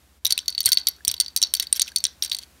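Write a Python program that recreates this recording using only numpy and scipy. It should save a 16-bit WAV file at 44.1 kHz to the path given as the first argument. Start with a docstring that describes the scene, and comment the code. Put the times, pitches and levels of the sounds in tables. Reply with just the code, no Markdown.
"""A plastic hand spinner with loose toy bricks in its rings is turned and shaken close to a phone in a quiet room.
Filtered-noise hiss and a low hum of two sines run throughout; the hiss dips once near 0.2 s.
From 0.25 s each knock excites decaying modes and a noise crack, followed by small bounces and chatter;
among the knocks the grip thumps as gliding sines, the arms tick as beating sines
and the bricks scrape as trains of clicks through resonances; the room returns a short noise tail."""
import sys
import numpy as np
from scipy import signal
from scipy.fft import rfft, irfft
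from scipy.io import wavfile

SR = 44100
rng = np.random.default_rng(int(sys.argv[2]) if len(sys.argv) > 2 else 0)


def gain_from_decibels(decibels):
    """Convert decibel values to linear amplitude factors."""
    exponent = np.asarray(decibels, float) / 20
    return 10 ** exponent


def int16_out(signal):
    """Quantize to a 16-bit WAV file."""
    q = np.round(np.clip(np.atleast_2d(signal).T, -1, 1) * 32767)
    wavfile.write(sys.argv[1], SR, q.astype(np.int16))


N = 114660

# modes of bricks and arms: [f/Hz, relative level when free/dB, relative level when damped/dB, free t60/s]
TOY_MODES = [(2054, -30.5, -38.5, 0.055), (3329, -12.5, -12, 0.014), (3736, -1.5, -1.5, 0.0077),
             (3953, -5, -3, 0.015), (4450, 3, -18, 0.017), (4553, -3, -13.5, 0.021), (5552, -4, 1, 0.013),
             (5913, -6, -3, 0.019), (6375, -13.5, -13, 0.024), (6660, -11, -24.5, 0.0024),
             (8940, -17.5, -11, 0.012), (8900, 0, 2.5, 0.015), (10610, -0.5, -2.5, 0.0074),
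             (11440, 0, -2.5, .012), (12710, -4.5, -3.5, 0.0074), (14330, 2.5, -1, 0.009)]


def coloured(x, points):
    """Linear filtering: the spectrum is weighted by levels interpolated over log frequency."""
    f_points, level_db = np.array(points, float).T
    n = x.shape[-1]
    f = np.maximum(np.arange(n // 2 + 1) * SR / n, 1)
    gain = gain_from_decibels(np.interp(np.log(f), np.log(f_points), level_db))
    return irfft(rfft(x) * gain, n)


def fade(t, t60):
    """Exponential decay: the amplitude is 60 dB down after t60 seconds."""
    return np.exp(-np.log(1000) * t / t60)


def add(out, start_s, sound):
    """Superposition: a sound is summed into the mix from its start time."""
    i = int(start_s * SR)
    out[i:i + len(sound)] += sound[:len(out) - i]


def spinner():
    """Impact excitation: free and damped knocks strike the modes, each followed by dying chatter."""
    # knocks that leave the toy free to ring: [t/s, relative level/dB of arms 3-5 kHz,
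    # brick walls 5-7 kHz, studs 9 kHz, edges over 10 kHz]
    ringing_knocks = [(0.3069, -10.5, -9, -15, -22), (0.323, -8, -10, -13, -16),
                      (0.4585, -33, -45.5, -48, -47), (0.4807, -10.5, -10.5, -18, -23),
                      (0.4934, -25.5, -36, -52.5, -41), (0.5022, -28.5, -29.5, -28.5, -35.5),
                      (0.5254, -30, -44.5, -36, -49.5), (0.5494, -22.5, -31, -46, -36),
                      (0.5788, -13, -33, -18.5, -43), (0.5881, -21, -22, -33, -44),
                      (0.6046, -13, -13.5, -19, -16.5), (0.6137, -28, -21, -41.5, -42.5),
                      (0.6579, -14, -6, -2.5, -10.5), (0.6632, -11.5, -34, -10.5, -11),
                      (0.673, -18, -31, -32.5, -35.5), (0.7188, -6.5, -13, -13, -8.5),
                      (0.7229, -13.5, -13, -27, -26), (0.7298, -11.5, -8.5, -5.5, -19),
                      (0.743, -39, -38, -18.5, -30.5), (0.7722, -4.5, -28, -22, -25.5),
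                      (0.784, -20, -20, -30, -47.5), (0.7978, -49, -34, -35.5, -44.5),
                      (0.8699, -9, -5, -9.5, -19.5), (0.876, -12, -33, -32, -34),
                      (0.885, -17.5, -16, -22, -10.5), (1.0495, -19.5, -20.5, -16.5, -21.5),
                      (1.0983, -17, -41, -43, -45), (1.1656, -34.5, -44, -33, -54.5),
                      (1.179, -33, -57, -51, -52.5), (1.2006, -10.5, -5.5, -6.5, -17.5),
                      (1.209, -11, -12, -10, -25.5), (1.22, -28.5, -34.5, -39, -38),
                      (1.2618, -25, -33.5, -38, -43), (1.2815, -28, -33, -38, -43),
                      (1.3629, -11.5, -10.5, -8.5, -10), (1.3731, -15.5, -14.5, -13, -22),
                      (1.3837, -33.5, -23, -36, -36.5), (1.4707, -35.5, -51, -38.5, -47),
                      (1.5499, -18.5, -13, -13.5, -19), (1.566, -35, -31, -35, -26.5),
                      (1.5708, -24.5, -24.5, -40, -35), (1.6029, -23.5, -29.5, -38, -35.5),
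                      (1.62, -30, -36, -40, -43.5), (1.6695, -26, -42, -37.5, -42),
                      (1.77, -28.5, -30, -24.5, -32.5), (1.8177, -13.5, -3, -9, -17.5),
                      (1.8261, -20.5, -26, -35, -44), (1.861, -42.5, -35, -46, -50),
                      (1.918, -41, -43, -41, -50), (1.9605, -13, -11, -10.5, -18),
                      (1.972, -20, -21, -39, -38.5), (1.983, -30.5, -18, -24, -36),
                      (2.004, -29, -33, -47, -39), (2.0606, -26, -40.5, -51, -51),
                      (2.2364, -19.5, -28, -20, -29), (2.2603, -21, -27, -30, -35),
                      (2.2776, -31.5, -39, -51.5, -38), (2.2973, -28, -28.5, -25, -44),
                      (2.3263, -21.5, -21.5, -39, -34), (2.333, -22, -39, -27.5, -29),
                      (2.3472, -17.5, -19, -21, -28), (2.3866, -20, -25, -25.5, -31),
                      (2.4177, -36, -34, -59, -53), (2.434, -36, -42, -52, -50)]
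    # knocks damped by the grip: [t/s, then the same four relative levels/dB]
    damped_knocks = [(0.249, -21, -17, -20, -13), (0.2537, -8, -11, -23.5, -14),
                     (0.2658, -13.5, -15.5, -22, -18), (0.2731, -24, -30.5, -19, -27),
                     (0.3779, -15, -26, -16.5, -20), (0.3895, -16.5, -20, -22.5, -39),
                     (0.402, -35, -40, -52, -55), (0.411, -38, -48.5, -57, -55),
                     (0.4285, -39, -58, -63, -55), (0.6304, -34, -46, -27, -39),
                     (0.6507, -24, -49, -27.5, -37), (0.6893, -18, -18.5, -13.5, -20),
                     (0.7015, -34, -48, -38, -35), (0.8927, -52, -35, -36, -46),
                     (1.0792, -14.5, -11.5, -3.5, -13.5), (1.0898, -20, -18.5, -33, -46),
                     (1.114, -14, -20.5, -16.5, -19), (1.123, -35, -49, -58, -51),
                     (1.1408, -13.5, -24, -31, -26.5), (1.417, -11, -13.5, -14.5, -28),
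                     (1.4271, -6.5, -6, -13.5, -18.5), (1.4484, -22, -37.5, -36, -45),
                     (1.5383, -9, -10.5, -10, -12), (1.598, -9, -12.5, -17.5, -16),
                     (1.625, -23, -23, -20.5, -28), (1.63, -30.5, -26.5, -41, -41.5),
                     (1.727, -11, -17.5, -2, -19.5), (1.753, -31, -32, -41, -36),
                     (1.7615, -29.5, -22.5, -33, -26), (1.7656, -36, -25.5, -36.5, -23),
                     (1.796, -6.5, -14, -8, -25), (1.871, -28, -44, -43.5, -47.5),
                     (1.879, -23.5, -28, -38, -35), (2.04, -11, -11.5, -7.5, -22),
                     (2.052, -8, -10.5, -21, -35.5), (2.067, -22.5, -37.5, -24, -35),
                     (2.2237, -10, -13.5, -38, -22.5), (2.2318, -42, -25.5, -23, -27),
                     (2.2473, -32, -19.5, -22, -25), (2.315, -15, -25.5, -25.5, -31),
                     (2.3176, -9, -29, -24, -30), (2.367, -29.5, -29, -29.5, -40)]
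    free_rows = np.array(ringing_knocks, float)
    damped_rows = np.array(damped_knocks, float)
    small = chatter(np.concatenate([free_rows, damped_rows]))
    knock_scatter_db, chatter_scatter_db = 2.5, 6
    knock_length, chatter_length = 2048, 768  # samples
    groups = (
        (free_rows, False, knock_length, knock_scatter_db),
        (damped_rows, True, knock_length, knock_scatter_db),
        (small[::2], False, chatter_length, chatter_scatter_db),
        (small[1::2], True, chatter_length, chatter_scatter_db),
    )
    out = np.zeros(N)
    for rows, damped, length, scatter_db in groups:
        for row in rows:
            chance = rng.standard_normal((4, len(TOY_MODES), 1))
            noise = rng.standard_normal(length)
            add(out, row[0], knock(row[1:], damped, scatter_db, chance, noise))
    return out


def chatter(knocks):
    """Poisson process: random small impacts follow the decaying power of all earlier knocks."""
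    count, rate_per_s = 1500, 220
    base_db, spread_db, treble_db = -27, 4, -9
    decay_t60_s = 0.13
    times = np.cumsum(rng.exponential(size=count)) / rate_per_s
    age = times[:, None] - knocks[:, 0]
    decayed_power = (age > 0) * fade(np.abs(age), decay_t60_s) ** 2
    power = decayed_power @ gain_from_decibels(2 * knocks[:, 1:]) + 1e-12
    chance_db = spread_db * rng.exponential(size=(count, 1))
    small = np.c_[times, 10 * np.log10(power) + base_db + chance_db]
    small[:, 3:] += treble_db  # studs and edges
    return small[times < N / SR]


def knock(part_db, damped, scatter_db, chance, noise):
    """Modal superposition: decaying sines of scattered level, pitch and decay under a broadband crack."""
    # centres of the four parts: [f/Hz]
    part_hz = (3900, 6100, 9000, 13000)
    # boundaries between the four parts: [f/Hz]
    part_edges_hz = (5100, 7400, 10200)
    detune, decay_scatter = 0.0092, 0.19  # fractional pitch spread, log decay spread
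    crack_t60_s, crack_low_hz, crack_low_db = 0.019, 1296, -23
    hz, free_db, damped_db, t60 = np.array(TOY_MODES).T[:, :, None]
    if damped:
        mode_db, t60_share, rise_s = damped_db, 0.94, 0.00028
    else:
        mode_db, t60_share, rise_s = free_db, 1, 0.00043
    t = np.arange(len(noise)) / SR

    gain = gain_from_decibels(mode_db + part_db[np.searchsorted(part_edges_hz, hz)] + scatter_db * chance[0])
    decay = fade(t, t60_share * t60 * np.exp(decay_scatter * chance[1]))
    phase = 2 * np.pi * hz * (1 + detune * chance[2]) * t + chance[3]
    ring = (gain * decay * np.sin(phase)).sum(axis=0)

    # the crack follows the part levels, with a weaker low end
    colour = [(crack_low_hz, part_db[0] + crack_low_db)] + list(zip(part_hz, part_db))
    crack = coloured(noise, colour) * fade(t, crack_t60_s)
    return (ring + crack) * (1 - np.exp(-t / rise_s))


def scrapes():
    """Stick-slip friction: bricks sliding in their rings give uneven clicks that excite low resonances."""
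    # slides of the bricks: [t/s, length/s, relative level/dB]
    slides = [(0.295, 0.032, -29), (0.661, 0.031, -25.5), (0.715, 0.012, -40.5), (0.789, 0.015, -38.5),
              (0.873, 0.025, -42.5), (1.073, 0.0062, -17.5), (1.078, 0.034, -37), (1.211, 0.015, -33),
              (1.609, 0.043, -32.5), (1.749, 0.035, -32), (1.859, 0.042, -41), (2.221, 0.043, -33),
              (2.396, 0.053, -43)]
    # spectrum of the clicks: [f/Hz, relative level/dB]
    slip_colour = [(400, -14), (1300, -14.5), (1800, -8.5), (3500, 0), (6000, -5.5), (10000, 0),
                   (16000, -15)]
    # resonances of the sliding bricks: [f/Hz, bandwidth/Hz, relative level/dB]
    slip_rings = [(1580, 120, 1), (2140, 110, -3.5), (3220, 240, 1.5)]
    rate_per_s, grain_spread_db = 1000, 3.5
    t = np.arange(N) / SR
    happens = rng.random(N) < rate_per_s / SR
    size = rng.standard_normal(N) * gain_from_decibels(grain_spread_db * rng.standard_normal(N))
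    clicks = happens * size
    shape = np.zeros(N)
    for start_s, length_s, db in slides:
        progress = np.clip((t - start_s) / length_s, 0, 1)
        shape += gain_from_decibels(db) * np.sqrt(np.abs(np.sin(np.pi * progress)))
    slips = coloured(shape * clicks, slip_colour) / np.std(coloured(clicks, slip_colour))
    out = slips / 2
    for hz, width_hz, db in slip_rings:
        b, a = signal.iirpeak(hz, hz / width_hz, SR)
        out += gain_from_decibels(db) * signal.lfilter(b, a, slips)
    return out


def ticks():
    """Beating: three close modes of the hollow arms interfere in each short, rough, dull tick."""
    # ticks of the hollow arms: [t/s, nominal level/dB, f/Hz]
    arm_ticks = [(.264, -47, 2140), (.3775, -11.5, 2730), (.389, -16, 3100), (.4295, -46, 1520),
                 (.675, -21, 2030), (.686, -25.5, 1560), (.731, -23.5, 2030), (0.9848, -45, 1580),
                 (1.0065, -39, 1640), (1.628, -33.5, 1980), (1.861, -42, 1520), (1.878, -21.5, 3000),
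                 (1.882, -25, 2600), (1.918, -39.5, 1600)]
    t60_at_1600_hz_s, t60_fall = 0.035, 2  # t60 falls with frequency to this power
    pitch_spread = 0.031  # fractional
    out, t = np.zeros(N), np.arange(2048) / SR
    for start_s, db, hz in arm_ticks:
        mode_hz = hz * (1 + pitch_spread * rng.standard_normal((3, 1)))
        ring = np.sin(2 * np.pi * mode_hz * t).mean(axis=0)
        decay = fade(t, t60_at_1600_hz_s * (1600 / hz) ** t60_fall)
        rise = 1 - np.exp(-t * hz)
        add(out, start_s, gain_from_decibels(db) * ring * decay * rise)
    return out


def fingers():
    """Damped oscillation: fingers shifting the grip give low thumps of exponentially falling pitch."""
    # thumps of the grip: [t/s, amplitude before decay/dB]
    thumps = [(0.25, -42), (0.66, -35.5), (1.075, -36.5)]
    start_hz, end_hz, glide_s, t60_s = 203, 79, 0.0028, 0.09
    out, t = np.zeros(N), np.arange(4096) / SR
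    # phase in turns: the integral of the gliding frequency
    turns = end_hz * t + (start_hz - end_hz) * glide_s * (1 - np.exp(-t / glide_s))
    thump = np.sin(2 * np.pi * turns) * fade(t, t60_s)
    for start_s, db in thumps:
        add(out, start_s, gain_from_decibels(db) * thump)
    return out


def room(near):
    """Reverberation: convolution with coloured, decaying noise of unit energy stands for diffuse echoes."""
    # colour of the room's return: [f/Hz, relative level/dB]
    return_colour = [(500, 10), (1500, 14), (3000, -4), (5000, -3), (9000, -20), (16000, -24)]
    level_db, t60_s, build_up_s = -15.5, 0.23, 0.011
    t = np.arange(SR // 2) / SR
    tail = coloured(rng.standard_normal(len(t)), return_colour)
    tail *= fade(t, t60_s) * (1 - np.exp(-t / build_up_s))
    tail /= np.sqrt(np.sum(tail ** 2))
    return gain_from_decibels(level_db) * signal.fftconvolve(near, tail)[:N]


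def background():
    """Stationary noise and beats: coloured hiss of slowly set level over two low hum tones."""
    # spectrum of the hiss: [f/Hz, relative level per Hz/dB]
    hiss_colour = [(62, -44), (105, -8), (272, -10), (443, -15.5), (608, -16), (13100, -23.5),
                   (16500, -31.5)]
    # course of the hiss, dipping once: [t/s, relative level/dB]
    hiss_swell = [(0, -2.5), (.18, -4), (.2, -11.5), (.24, -7.5), (.26, -1.5), (2.6, 0.5)]
    # hum tones: [f/Hz, rms level ahead of the bass cut/dB]
    hum_tones = [(61, -60), (75.4, -61.5)]
    hiss_db = -57.5  # rms where the relative level is 0 dB
    t = np.arange(N) / SR
    hiss = coloured(rng.standard_normal(N), hiss_colour)
    hiss *= gain_from_decibels(hiss_db + np.interp(t, *np.array(hiss_swell).T)) / np.std(hiss)
    hum = np.zeros(N)
    for hz, db in hum_tones:
        hum += np.sqrt(2) * gain_from_decibels(db) * np.sin(2 * np.pi * (hz * t + rng.random()))
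    return hiss + hum


def scene():
    """Superposition: the near sounds and their room return join the ticks and background."""
    near = spinner() + fingers() + scrapes()
    return (near + room(near) + ticks() + background())[None]


def low_pass(x):
    """Removes everything above the highest recorded frequency."""
    return signal.sosfilt(signal.butter(12, 16820, fs=SR, output="sos"), x)


def record(dry):
    """Clipping and band limiting: the phone flattens the loudest peaks and cuts bass and top."""
    ceiling, bass_cut_hz, top_hz = 0.85, 62, 15750
    clipped = np.clip(dry, -ceiling, ceiling)
    bass_cut = signal.butter(2, bass_cut_hz, "high", fs=SR, output="sos")
    top_cut = signal.ellip(5, 1, 20, top_hz, fs=SR, output="sos")  # 1 dB ripple, 20 dB stopband
    mix = signal.sosfilt(top_cut, signal.sosfilt(bass_cut, clipped))
    return low_pass(mix)


dry = scene()
out = record(dry)
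int16_out(out)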